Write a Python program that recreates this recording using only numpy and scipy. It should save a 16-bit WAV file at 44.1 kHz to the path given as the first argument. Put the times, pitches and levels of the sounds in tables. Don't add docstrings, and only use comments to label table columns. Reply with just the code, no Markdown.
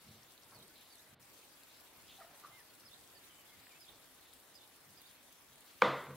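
import sys
import numpy as np
from scipy import signal
from scipy.fft import rfft, irfft
from scipy.io import wavfile
from scipy.ndimage import uniform_filter1d

SR = 44100
rng = np.random.default_rng(int(sys.argv[2]) if len(sys.argv) > 2 else 0)


def master(y):
    cut = np.clip(np.atleast_2d(y).T, -1, 1)
    pcm = np.round(cut * 32767)
    wavfile.write(sys.argv[1], SR, pcm.astype(np.int16))


def natural_amplitude(level_db):
    exponent = np.asarray(level_db, float) / 20
    return 10 ** exponent


N = 271636

# freq_hz, density_db
ROOM_TONE = [(30, -14), (60, -7), (150, -7.5), (300, -2.5), (1000, -4), (2000, -8.5), (2600, -14),
             (3600, -9.5), (4400, -13.5), (5000, -23), (5800, -33), (16000, -46)]
ROOM_TONE_DB = -69.5
# freq_hz, t60_s
BRICK = [(100, 0.94), (300, 0.58), (700, 0.54), (1400, 0.66), (3000, 0.58), (6000, 0.51), (12000, 1)]

# freq_hz, density_db
YARD_WATER = [(24, -34), (40, -9), (71, -1.5), (209, -5.5), (282, 1), (381, -5.5), (768, -3.5), (2490, -5),
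              (3540, -5.5), (6450, -9), (10000, -7.5), (12800, -8), (13800, -11), (15700, -9)]
YARD_WATER_DB = -62
# freq_hz, correlation_0_to_1
LIKENESS = [(60, 0.21), (130, 0.17), (290, 0.7), (640, 0.13), (1400, 0.28), (3100, 0.018), (6800, 0.016),
            (10000, 0.19), (15000, 0.52)]
# time_s, level_db
SPRAY = [(0.0, -68.5), (0.42, -69), (0.66, -68.5), (1.13, -69), (1.53, -67), (2.62, -67.5), (3.0, -67.5),
         (3.7, -67), (3.84, -68), (4.62, -69), (4.97, -68), (5.39, -69.5), (5.8, -67.5)]
# freq_hz, left_minus_right_db
LEAN = [(60, 6.5), (110, 2), (200, 2), (380, -0.5), (700, -1.5), (1290, 1), (2380, 0), (4400, 1.5),
        (8120, 3.5), (15000, 2)]
# freq_hz, left_lead_rad
LEAD = [(0, 0), (3270, .4), (3700, -.2), (4650, 1.3), (5770, -4), (6550, -3.6), (8350, -1.2), (10800, .2),
        (13000, 0)]
# start_s, end_s, level_db
GAP = (1.147, 1.197, -26)

DRIP_DB, DRIPS_PER_S = -75.5, 250
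# start_s, peak_db, centre_hz
DROPS = [(0.233, -52, 9100), (0.3205, -44.5, 8440), (0.378, -55, 12700), (0.504, -50, 9630),
         (0.627, -43.5, 10080), (0.6804, -46, 10200), (0.7815, -46, 10050), (0.9247, -46.5, 10300),
         (0.9548, -43, 10100), (1.021, -47, 11630), (5.8285, -41, 14000), (1.634, -48, 9600),
         (2.022, -49, 7380), (2.2013, -47, 11200), (2.3984, -44, 10900), (2.507, -51, 8850),
         (2.603, -46.5, 10800), (2.8, -47, 9900), (3.396, -49, 10200), (3.808, -43, 10800),
         (4.043, -47.5, 7430), (4.21, -45, 12340), (4.335, -41, 11000), (4.7615, -46, 10000),
         (5.017, -43, 11200), (5.112, -43.5, 10040), (5.326, -41, 13300), (5.531, -55, 9380),
         (5.581, -50, 12000), (5.607, -43, 10070), (0.3367, -49, 8500), (.469, -57, 12000),
         (0.548, -46, 10600), (.589, -47, 8040), (.7402, -54, 11000), (0.8115, -45, 10100),
         (.863, -55, 11500), (1.684, -49, 13300), (2.0819, -52, 12200), (2.4777, -51, 9750),
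         (2.752, -47, 9500), (3.0754, -50.5, 9510), (3.4211, -59, 12000), (3.5047, -49, 12400),
         (3.9976, -49, 9130), (4.2922, -50, 11700), (4.4, -48, 10660), (4.4512, -54, 12500),
         (4.554, -45, 12700), (4.6376, -52, 9550), (4.6755, -47, 8870), (4.9057, -49, 11100),
         (5.2629, -51, 12700), (5.557, -45.5, 8300), (5.663, -50, 10500), (5.7892, -57, 12800),
         (6.04, -44.5, 10500), (5.979, -50, 12500), (6.023, -48, 11000), (6.05, -47, 14000)]
SPLAT_DB, SPLAT_DB_PER_DB = -8.5, -0.37
# start_s, peak_db, centre_hz
SPLATS = [(0.2318, -50, 5300), (0.378, -47, 4000), (0.4345, -49.5, 5400), (0.5105, -50, 4950),
          (.32, -53, 4600), (0.984, -52.5, 6000), (1.8, -48, 4400), (1.634, -49, 4500), (2.0807, -52, 4800),
          (3.1, -53, 5200), (1.3, -52, 5600), (1.229, -51, 5500), (.524, -54, 4500), (0.44, -53, 4500),
          (3.076, -54, 5700), (5.811, -44, 2800), (3.958, -52, 4500), (3.6, -53, 4500), (4.33, -47, 3640),
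          (7.5, -48, 4470), (5.6613, -55, 4800)]

# peak_s, level_db
THUMPS = [(0.082, -60.5), (0.5, -67), (0.565, -65.5), (1.129, -65.5), (1.7, -86), (2.17, -75.5),
          (2.491, -73.5), (2.85, -72.5), (3.05, -81), (3.17, -76.5), (3.57, -73), (3.78, -85), (3.87, -82),
          (4.571, -79.5), (4.88, -69), (5.06, -80), (5.38, -82), (5.5, -73)]
THUMP_RISE_DB_PER_S, THUMP_FALL_DB_PER_S, TABLE_REST_DB = 449, 132.5, -92
# freq_hz, width_hz, level_db
TABLE = [(108, 34, -1.5), (139, 30, 3), (194.3, 37, -0.5), (322, 170, -19.5)]
# start_s, length_s, centre_hz, width_hz, level_db
SCRAPES = [(0.067, 0.19, 3805, 1000, -69.5), (0.517, 0.048, 920, 885, -63), (0.539, 0.054, 594, 497, -65),
           (0.074, .16, 450, 500, -70.5), (0.549, 0.2, 302, 350, -66), (1.281, 0.34, 400, 312, -74.5),
           (2.432, 0.075, 1250, 420, -65), (0.743, 0.12, 3800, 912, -66), (0.85, 0.14, 3820, 694, -73),
           (1.684, 0.14, 4020, 806, -69.5), (2.071, 0.11, 3400, 1120, -61), (2.159, 0.1, 3918, 600, -72),
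           (2.194, 0.062, 1810, 302, -65), (2.204, 0.36, 843, 895, -66.5), (3.879, 0.21, 596, 915, -67.5),
           (3.895, 0.096, 3600, 500, -70), (4.208, 0.23, 3640, 1020, -71.5),
           (5.079, 0.069, 3800, 1500, -67.5), (5.664, 0.094, 3340, 2490, -65)]
# start_s, peak_db,
# pitch_hz, t60_s
TAPS = [(0.7, -61, 1500, 0.065), (2.183, -51.5, 772, 0.1), (2.204, -47.5, 675, 0.056),
        (2.214, -49, 1248, 0.046), (2.244, -50, 660, 0.035), (2.5, -60, 670, 0.046),
        (2.304, -62, 721.5, 0.056), (2.328, -59.5, 600, 0.07), (2.7, -65, 1444, 0.18),
        (2.4351, -46, 1215, 0.033), (2.444, -44, 1168, 0.045), (2.44, -55.5, 1400, 0.067),
        (2.468, -52, 1350, 0.03), (2.494, -58, 1200, 0.035), (2.226, -54.5, 660, .03),
        (0.45, -66, 110, .08), (.555, -59.5, 235, .06), (.566, -64, 125, 0.089), (.583, -65, 200, .2),
        (.63, -65, 350, .06), (1.122, -60, 125, .09), (1.122, -66, 250, .06), (1.143, -65, 130, 0.081),
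        (1.078, -68, 130, .1), (.07, -63, 90, .3), (5.8165, -42, 2000, .012), (2.262, -61, 690, .12),
        (2.831, -60, 1350, 0.037), (3.669, -49, 1830, 0.007), (3.668, -53, 2450, 0.0047),
        (2.345, -58.5, 730, .04), (2.352, -61, 534, .03), (2.205, -49.5, 1400, 0.027),
        (2.451, -53, 1300, 0.031), (6.03, -47, 401.4, .06), (6.1, -44, 470, 0.054), (6.075, -52, 260, 0.18),
        (6.1, -50, 265, .12)]

# offset_s, length_s, first_hz, last_hz, level_db
CHIRP = [
    (0.064, 0.012, 3345, 3670, -4.5),
    (.082, 0.0165, 3403, 4035, -1.5),
    (0.102, 0.008, 3600, 3400, -8.5),
]
# start_s, level_db, first_stroke_db, pitch_factor
CHIRPS = [(.908, -60, -7, 1.04), (2.85, -59, 1, 1.03), (3.152, -63, -11, 1.02), (3.8, -58, -6, 0.962),
          (4.205, -74, 0, 1.1), (4.545, -61.5, 0, 1.01), (4.971, -60.5, 0, 1.02)]
# start_s, length_s, first_hz, last_hz, level_db
HIGHS = [(.533, .01, 4000, 4700, -72), (.541, .014, 4690, 4600, -70), (0.542, .014, 5200, 5050, -70),
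         (0.553, 0.018, 4500, 4320, -64), (.571, .022, 4320, 3910, -68), (0.597, .01, 3650, 3950, -63),
         (.609, .01, 3770, 3950, -68), (.61, .02, 3390, 3030, -70), (.621, 0.015, 3700, 4010, -63),
         (.754, .01, 4350, 4050, -71), (0.901, 0.011, 4320, 4650, -71), (0.911, .034, 4650, 4420, -66),
         (.94, 0.024, 4420, 3640, -68.5), (2.846, .007, 4500, 5300, -71), (2.852, .028, 5350, 4800, -63.5),
         (2.855, .016, 4800, 5050, -70), (2.878, .012, 4760, 4020, -65), (3.148, .008, 4330, 4750, -70),
         (3.152, .014, 5180, 4980, -71), (3.166, .023, 4730, 4130, -65.5), (3.804, .007, 4780, 5280, -64.5),
         (3.808, .034, 5180, 4633, -62.5), (3.842, 0.015, 3880, 3650, -62),
         (4.205, .035, 4370, 3790, -71.5), (4.543, .007, 4690, 5150, -66), (4.548, .024, 5190, 4990, -62),
         (4.563, .018, 4940, 4720, -63), (4.55, .012, 4680, 4760, -67), (4.971, 0.011, 4580, 5160, -64.5),
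         (4.972, .025, 5330, 5040, -72), (4.982, 0.021, 4950, 4560, -68.5), (5.006, .008, 4134, 3800, -67),
         (5.06, 0.02, 4620, 4440, -70), (4.58, .02, 3900, 3440, -67), (5.016, 0.012, 3340, 3876, -70)]
# start_s, length_s, first_hz, last_hz, level_db
WHISTLES = [(1.812, 0.066, 1816, 1470, -78), (2.039, 0.068, 2716, 2310, -79), (2.256, .05, 1880, 1681, -83),
            (2.514, 0.062, 2070, 2125, -67), (2.565, 0.058, 2098, 1641, -66),
            (2.69, 0.023, 4560, 4080, -70.5), (2.77, 0.083, 2970, 2530, -78),
            (3.145, 0.047, 1820, 1704, -72.5), (3.295, 0.025, 3140, 3020, -69),
            (3.316, 0.036, 3050, 2970, -72), (3.36, 0.068, 3080, 2950, -72),
            (3.46, .014, 3415, 3570, -71.5), (3.486, 0.019, 3450, 3300, -67),
            (3.484, 0.034, 2080, 2170, -74), (3.514, 0.04, 2173, 2042, -68.5),
            (3.692, 0.013, 2770, 2710, -73), (3.7, 0.04, 2500, 2140, -69.5),
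            (3.732, 0.026, 2160, 2600, -71), (3.751, 0.04, 2540, 2690, -70)]

LANDING_S = 5.82055
# start_s, crack_db, ring_db, softness_s
BLOWS = [
    (LANDING_S, -9, -20.5, 0.00039),
    (6.068, -45.5, -33.5, 0.00099),
    (6.107, -45, -32.5, 0.00088),
]
# freq_hz, level_db, t60_s
CRACK = [(495, -22, .047), (961, -3.5, .0087), (1443, 2, .007), (2261, -.5, .0061),
         (3130, -18, .009), (3650, -20, 0.0082), (4440, -23, 0.0087), (5200, -28, .006), (5980, -32, .005),
        (7300, -32, 0.0055), (12500, -42, .004)]
# freq_hz, level_db, t60_s
WALL = (1215, -13, .022)
# freq_hz, level_db, t60_s
TRAY = [(199, 1, 0.23), (256, -6.5, 0.38), (330, -5, 0.35), (474, 6.5, 0.4), (507.4, 9.5, 0.42),
        (602, 6.5, 0.26), (665, 0.5, 0.6), (750, -1, 0.3), (980, 15, 0.27), (1124, 15, 0.35),
        (1190, 15, 0.22), (1230, 14, .3), (1384, 15, 0.3), (1535, 19, 0.08)]
# start_s, freq_hz, level_db, rise_s, t60_s
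HUMS = [
    (5.83, 138, -28.5, 0.072, 0.33),
    (6.065, 88, -55, .04, .6),
    (5.821, 100, -47, .01, 0.24),
    (6.061, 140, -41.5, 0.035, 0.49),
]
# freq_hz, density_db
BOOM = [(47, -75), (80, -27), (130, -27), (167, -17.5), (281, -12.5), (400, -9), (506, -2.5), (693, -7),
        (850, -8.5), (990, -3), (1820, -15.5), (2020, -11), (2440, -18), (2750, -21), (3630, -18.5),
        (4600, -28), (7000, -41), (12000, -57), (15600, -102), (22000, -120)]

EDGE_HZ, WIDE_TO_HZ = 15800, 13300
# freq_hz, step_over_band_rms_db
COARSE = [(200, -14.5), (700, -15), (1200, -6.5), (2000, 1.5), (5000, 1), (10000, 1.5), (15500, 3.5)]
BLUR_DB, BLUR_SPREAD_DB, SPARED_DB = -23, 3.5, 10


def evened(x):
    return x / np.sqrt(np.mean(x ** 2) + 1e-20)


def read(points, hz):
    f, value = np.transpose(points)
    return np.interp(np.log(hz + 1), np.log(f + 1), value)


def add(mix, start_s, sound):
    part = mix[round(start_s * SR):][:len(sound)]
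    part += sound[:len(part)]


def resonate(x, hz, width_hz):
    turn = np.exp(2j * np.pi * hz * np.arange(len(x)) / SR)
    r = np.exp(-np.pi * width_hz / SR)
    return 2 * (turn * signal.lfilter([1 - r], [1, -r], x / turn)).real


def mode(t, hz, db, t60_s):
    return natural_amplitude(db - 60 * t / t60_s) * np.sin(2 * np.pi * hz * t)


def room(x):
    echoes = np.zeros(SR)
    at = np.arange(200, SR - 20, 20) + rng.integers(0, 20, (SR - 201) // 20)
    echoes[at] = rng.choice([-1., 1.], at.shape)
    hz, t, z = signal.stft(echoes, SR, nperseg=256)
    decay = natural_amplitude(-60 * t / read(BRICK, hz)[:, None])
    tail = signal.istft(z * decay, SR, nperseg=256)[1]
    tail = tail * (1 - np.exp(-np.arange(len(tail)) / SR / 0.0081))
    return signal.fftconvolve(x, tail / np.linalg.norm(tail))[:N]


def hiss(spectrum, same, patchy_db, flicker_db):
    frames, hz = N // 128 + 5, np.fft.rfftfreq(512, 1 / SR)
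    a, b, c, d, patches, flicker = rng.standard_normal((frames, 257, 6)).T
    patches = evened(uniform_filter1d(uniform_filter1d(patches, size=8, axis=0), size=25, axis=1))
    flicker = evened(uniform_filter1d(uniform_filter1d(flicker, size=120, axis=0), size=5, axis=1))
    same = np.clip(same(hz), -1, 1)[:, None]
    left = a + 1j * b
    right = same * left + np.sqrt(1 - same ** 2) * (c + 1j * d)
    treble = np.clip(hz / 5000, 0, 1)[:, None]
    z = np.array([left, right]) * natural_amplitude(patchy_db * patches + flicker_db * flicker * treble)
    noise = signal.istft(z, nperseg=512, noverlap=384)[1][:, :N]
    colour = natural_amplitude(read(spectrum, np.fft.rfftfreq(N, 1 / SR)))
    return evened(irfft(rfft(noise) * colour, N))


def room_tone():
    return natural_amplitude(ROOM_TONE_DB) * hiss(ROOM_TONE, np.ones_like, patchy_db=-0.6, flicker_db=1.0)[0]


def splash(hz, cycles):
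    t = np.arange(900) / SR
    noise = resonate(rng.standard_normal(900), hz, hz / cycles)
    noise = resonate(noise, hz, 3.5 * hz / cycles)
    burst = noise * (np.exp(-t / .001) + .25 * np.exp(-t / .008)) * np.minimum(t / .0001, 1)
    return burst / abs(burst).max()


def drips():
    size = natural_amplitude(4.3 * np.minimum(rng.exponential(1, N), 4)) * (rng.random(N) < DRIPS_PER_S / SR)
    kind, out = rng.integers(0, 24, N), np.zeros((2, N))
    for k, hz in enumerate(np.geomspace(4000, 14000, num=24)):
        for ear in out:
            add(ear, 0, signal.oaconvolve(size * (kind == k), splash(hz, cycles=2.6)))
    out = natural_amplitude(DRIP_DB) * evened(out)
    for start_s, db, hz in DROPS:
        splat = natural_amplitude(SPLAT_DB + SPLAT_DB_PER_DB * (db + 48.5))
        for ear in out:
            burst = splash(hz, cycles=3.8) + splat * splash(4800, cycles=1.9)
            add(ear, start_s, natural_amplitude(db - 4.0) * burst)
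    return out + 0.12 * out[::-1]


def water():
    t, hz = np.arange(N) / SR, np.fft.rfftfreq(N, 1 / SR)
    spray = hiss(YARD_WATER, lambda f: read(LIKENESS, f), patchy_db=1.8, flicker_db=1.5)
    out = natural_amplitude(YARD_WATER_DB) * spray + drips()
    out = out * natural_amplitude(np.interp(t, *np.transpose(SPRAY)) - np.mean(SPRAY, axis=0)[1])
    tilt = natural_amplitude(read(LEAN, hz) / 2) * np.exp(.5j * read(LEAD, hz))
    return irfft(rfft(out) * [tilt, 1 / tilt], N)


def thumps():
    push, t = rng.standard_normal(N), np.arange(N) / SR
    wood = sum(natural_amplitude(db) * resonate(resonate(push, hz, w), hz, 2 * w) for hz, w, db in TABLE)
    shake_db = np.full(N, float(TABLE_REST_DB))
    for peak_s, db in THUMPS:
        slope_db = np.minimum(THUMP_RISE_DB_PER_S * (t - peak_s), THUMP_FALL_DB_PER_S * (peak_s - t))
        shake_db = np.maximum(shake_db, db + slope_db)
    return evened(wood) * natural_amplitude(shake_db)


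def scrapes():
    out = np.zeros(N)
    for start_s, length_s, hz, width_hz, db in SCRAPES:
        u = np.linspace(0, 1, round(length_s * SR))
        noise, grit = rng.standard_normal((16000, 2))[:len(u)].T
        grit = natural_amplitude(1.7 * evened(uniform_filter1d(grit, size=150)))
        band = resonate(resonate(noise * grit, hz, width_hz), hz, 1.7 * width_hz)
        add(out, start_s, natural_amplitude(db) * evened(band) * np.minimum(u / 0.12, 1) * (1 - u ** 2))
    return out


def taps():
    t, out = np.arange(6000) / SR, np.zeros(N)
    for start_s, db, hz, t60_s in TAPS:
        rise = 1 - np.exp(-(t / (0.11 * t60_s)) ** 2)
        blur = evened(resonate(rng.standard_normal(6000), hz, 0.18 * hz))
        damp = np.sin(2 * np.pi * hz * t) + .25 * blur
        add(out, start_s, natural_amplitude(db + 6.0 - 60 * t / t60_s) * rise * damp)
    return out


def splats():
    out, t = np.zeros((2, N)), np.arange(900) / SR
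    for start_s, db, hz in SPLATS:
        tick = np.sin(2 * np.pi * hz * t) * np.exp(1 - t / .0003) * t / .0003
        for ear in out:
            add(ear, start_s, natural_amplitude(db) * (0.65 * tick + 0.4 * splash(hz, cycles=2.5)))
    return out


def stroke(length_s, first_hz, last_hz, db, rough):
    u = np.linspace(-1, 1, round(length_s * SR))
    bow_hz = (1 - u ** 2) * 0.16 * max(first_hz - last_hz, 0)
    hz = (first_hz + last_hz) / 2 + u * (last_hz - first_hz) / 2 + bow_hz
    tremble = 1 + rough * evened(uniform_filter1d(rng.standard_normal(6000), size=150))[:len(u)]
    tone = np.sin(2 * np.pi * np.cumsum(hz) / SR)
    return natural_amplitude(db + 3) * tremble * tone * signal.windows.tukey(len(u), .35)


def birds():
    sparrow, far = np.zeros((2, N))
    for start_s, db, first_db, pitch in CHIRPS:
        for k, (offset_s, length_s, first_hz, last_hz, part_db) in enumerate(CHIRP):
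            level_db = db + part_db + first_db * (k == 0)
            note = stroke(length_s, first_hz * pitch, last_hz * pitch, level_db, rough=0.32)
            add(sparrow, start_s + offset_s, note)
    for start_s, *note in HIGHS:
        add(sparrow, start_s, stroke(*note, rough=0.3))
    for start_s, *note in WHISTLES:
        add(far, start_s, stroke(*note, rough=.12))
    sparrow = sparrow + 0.16 * np.roll(sparrow, round(.011 * SR)) + natural_amplitude(-10.5) * room(sparrow)
    far = far + natural_amplitude(-12) * room(far)
    left = natural_amplitude(-4) * np.roll(sparrow, 28) + np.roll(far, 2)
    return np.array([left, natural_amplitude(3) * sparrow + natural_amplitude(2.5) * far])


def yard():
    t = np.arange(N) / SR
    shut = np.clip(np.minimum(t - GAP[0], GAP[1] - t) / 0.0012, 0, 1)
    return (water() + splats() + birds()) * natural_amplitude(GAP[2] * shut)


def graze():
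    noise = rng.standard_normal(220) * np.linspace(.3, 1, 220) * signal.windows.tukey(220, .3)
    low = resonate(resonate(noise, 1900, 1000), 2100, 2200)
    high = resonate(resonate(resonate(noise, 4200, 4300), 4900, 5300), 5000, 7400)
    return natural_amplitude(-28.0) * (low + 0.83 * np.linspace(0, 1, 220) ** 2 * high)


def rim_crack(t):
    crack = sum(mode(t, *rim) * (-1) ** k for k, rim in enumerate(CRACK))
    crack = (crack + mode(t, *WALL)) * (1 - np.exp(-(t / .00145) ** 2))
    return crack / abs(crack).max()


def sheet_ring(t, soft_s):
    ring = sum(mode(t, hz, db, t60_s) / (1 + (2 * np.pi * hz * soft_s) ** 2) for hz, db, t60_s in TRAY)
    return ring * (1 - np.exp(-t / (8 * soft_s)))


def wall_boom(click):
    hz = abs(np.fft.fftfreq(8192, 1 / SR))
    gain = np.log(natural_amplitude(np.maximum(read(BOOM, hz), -90)))
    colour = np.fft.ifft(np.exp(np.conj(signal.hilbert(gain)))).real[:4096]
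    return signal.oaconvolve(click, colour / np.linalg.norm(colour))[:N]


def tray():
    t, out, click = np.arange(SR // 2) / SR, np.zeros(N), np.zeros(N)
    add(out, LANDING_S - .0045, graze())
    crack = rim_crack(t)
    for start_s, crack_db, ring_db, soft_s in BLOWS:
        add(out, start_s, natural_amplitude(crack_db) * crack)
        add(out, start_s, natural_amplitude(ring_db - 13.5) * sheet_ring(t, soft_s))
        click[round(start_s * SR)] = natural_amplitude(crack_db)
    for start_s, hz, db, rise_s, t60_s in HUMS:
        add(out, start_s, mode(t, hz, db, t60_s) * (1 - np.exp(-(t / rise_s) ** 2)))
    out = signal.lfilter(*signal.butter(N=2, Wn=80, btype="high", fs=SR), out)
    return -out, -wall_boom(click)


def scene():
    near, tapped = thumps() + scrapes(), taps()
    knock, boom = tray()
    sent = natural_amplitude(-5) * near + natural_amplitude(-14) * tapped + natural_amplitude(-22.0) * knock + natural_amplitude(14.5) * boom
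    return yard() + room_tone() + near + tapped + knock + room(sent)


def thinned(dry):
    window = np.sin(np.pi * (np.arange(2048) + .5) / 2048)
    mid_side = [dry[0] + dry[1], dry[0] - dry[1]]
    hz, t, z = signal.stft(mid_side, SR, window, nperseg=2048, noverlap=1024)
    band = np.arange(1025) // 8
    power_db = 10 * np.log10(np.add.reduceat(abs(z) ** 2, np.arange(0, 1025, 8), axis=1) + 1e-20)
    dip_db = (power_db - signal.medfilt(power_db, kernel_size=(1, 1, 11)))[:, band]
    power_db = power_db[:, band]
    kept = (dip_db > np.array([-4.6, -3.6])[:, None, None]) | (dip_db < -10) | (hz < 6500)[:, None]
    top_db = 10 * np.log10((abs(z[1, hz > WIDE_TO_HZ]) ** 2).sum(0) + 1e-20)
    kept[1] &= (hz < WIDE_TO_HZ)[:, None] | (top_db > signal.medfilt(top_db, 41) + 1.1)
    kept[1] &= power_db[1] > power_db[0] - 19
    z = z * np.maximum(kept, natural_amplitude(-28)) * (hz < EDGE_HZ)[:, None] / 2
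    return signal.istft(z, SR, window, nperseg=2048, noverlap=1024)[1][:, :N]


def stepped(x):
    n, k, frames = np.arange(2048) + .5, np.arange(1024) + .5, N // 1024 + 3
    at_s = (np.arange(frames) * 1024 - 780) / SR
    basis = np.sin(np.pi * n / 2048)[:, None] * np.cos(np.pi / 1024 * np.outer(n + 512, k)) / np.sqrt(512)
    padded = np.pad(x, ((0, 0), (1804, frames * 1024 - 780 - N))).reshape(2, -1, 1024)
    lines = np.concatenate([padded[:, :-1], padded[:, 1:]], axis=2) @ basis
    rms = 1.48 * np.median(abs(lines.reshape(2, frames, 64, 16)), axis=3) + 1e-12
    rms = np.repeat(rms, 16, axis=2)
    step = rms * natural_amplitude(read(COARSE, k * SR / 2048))
    rounded = np.sign(lines) * step * np.floor(abs(lines / step) ** .75 + .4054) ** (4 / 3)
    blur = natural_amplitude(BLUR_DB + BLUR_SPREAD_DB * rng.standard_normal((frames, 1)))
    rounded += rms * blur * rng.standard_normal(lines.shape)
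    level = np.sqrt((lines ** 2).mean((0, 2)))
    spared = (level > natural_amplitude(SPARED_DB) * np.median(level)) | (abs(at_s - np.mean(GAP[:2])) < .05)
    pieces = np.where(spared[:, None], lines, rounded) @ basis.T
    return (pieces[:, 1:, :1024] + pieces[:, :-1, 1024:]).reshape(2, -1)[:, 780:780 + N]


def roll_off(x):
    return signal.sosfilt(signal.butter(12, 16040, fs=SR, output="sos"), x)


def record(dry):
    mid, side = stepped(thinned(dry))
    return roll_off(np.array([mid + side, mid - side]))


dry = scene()
out = record(dry)
master(out)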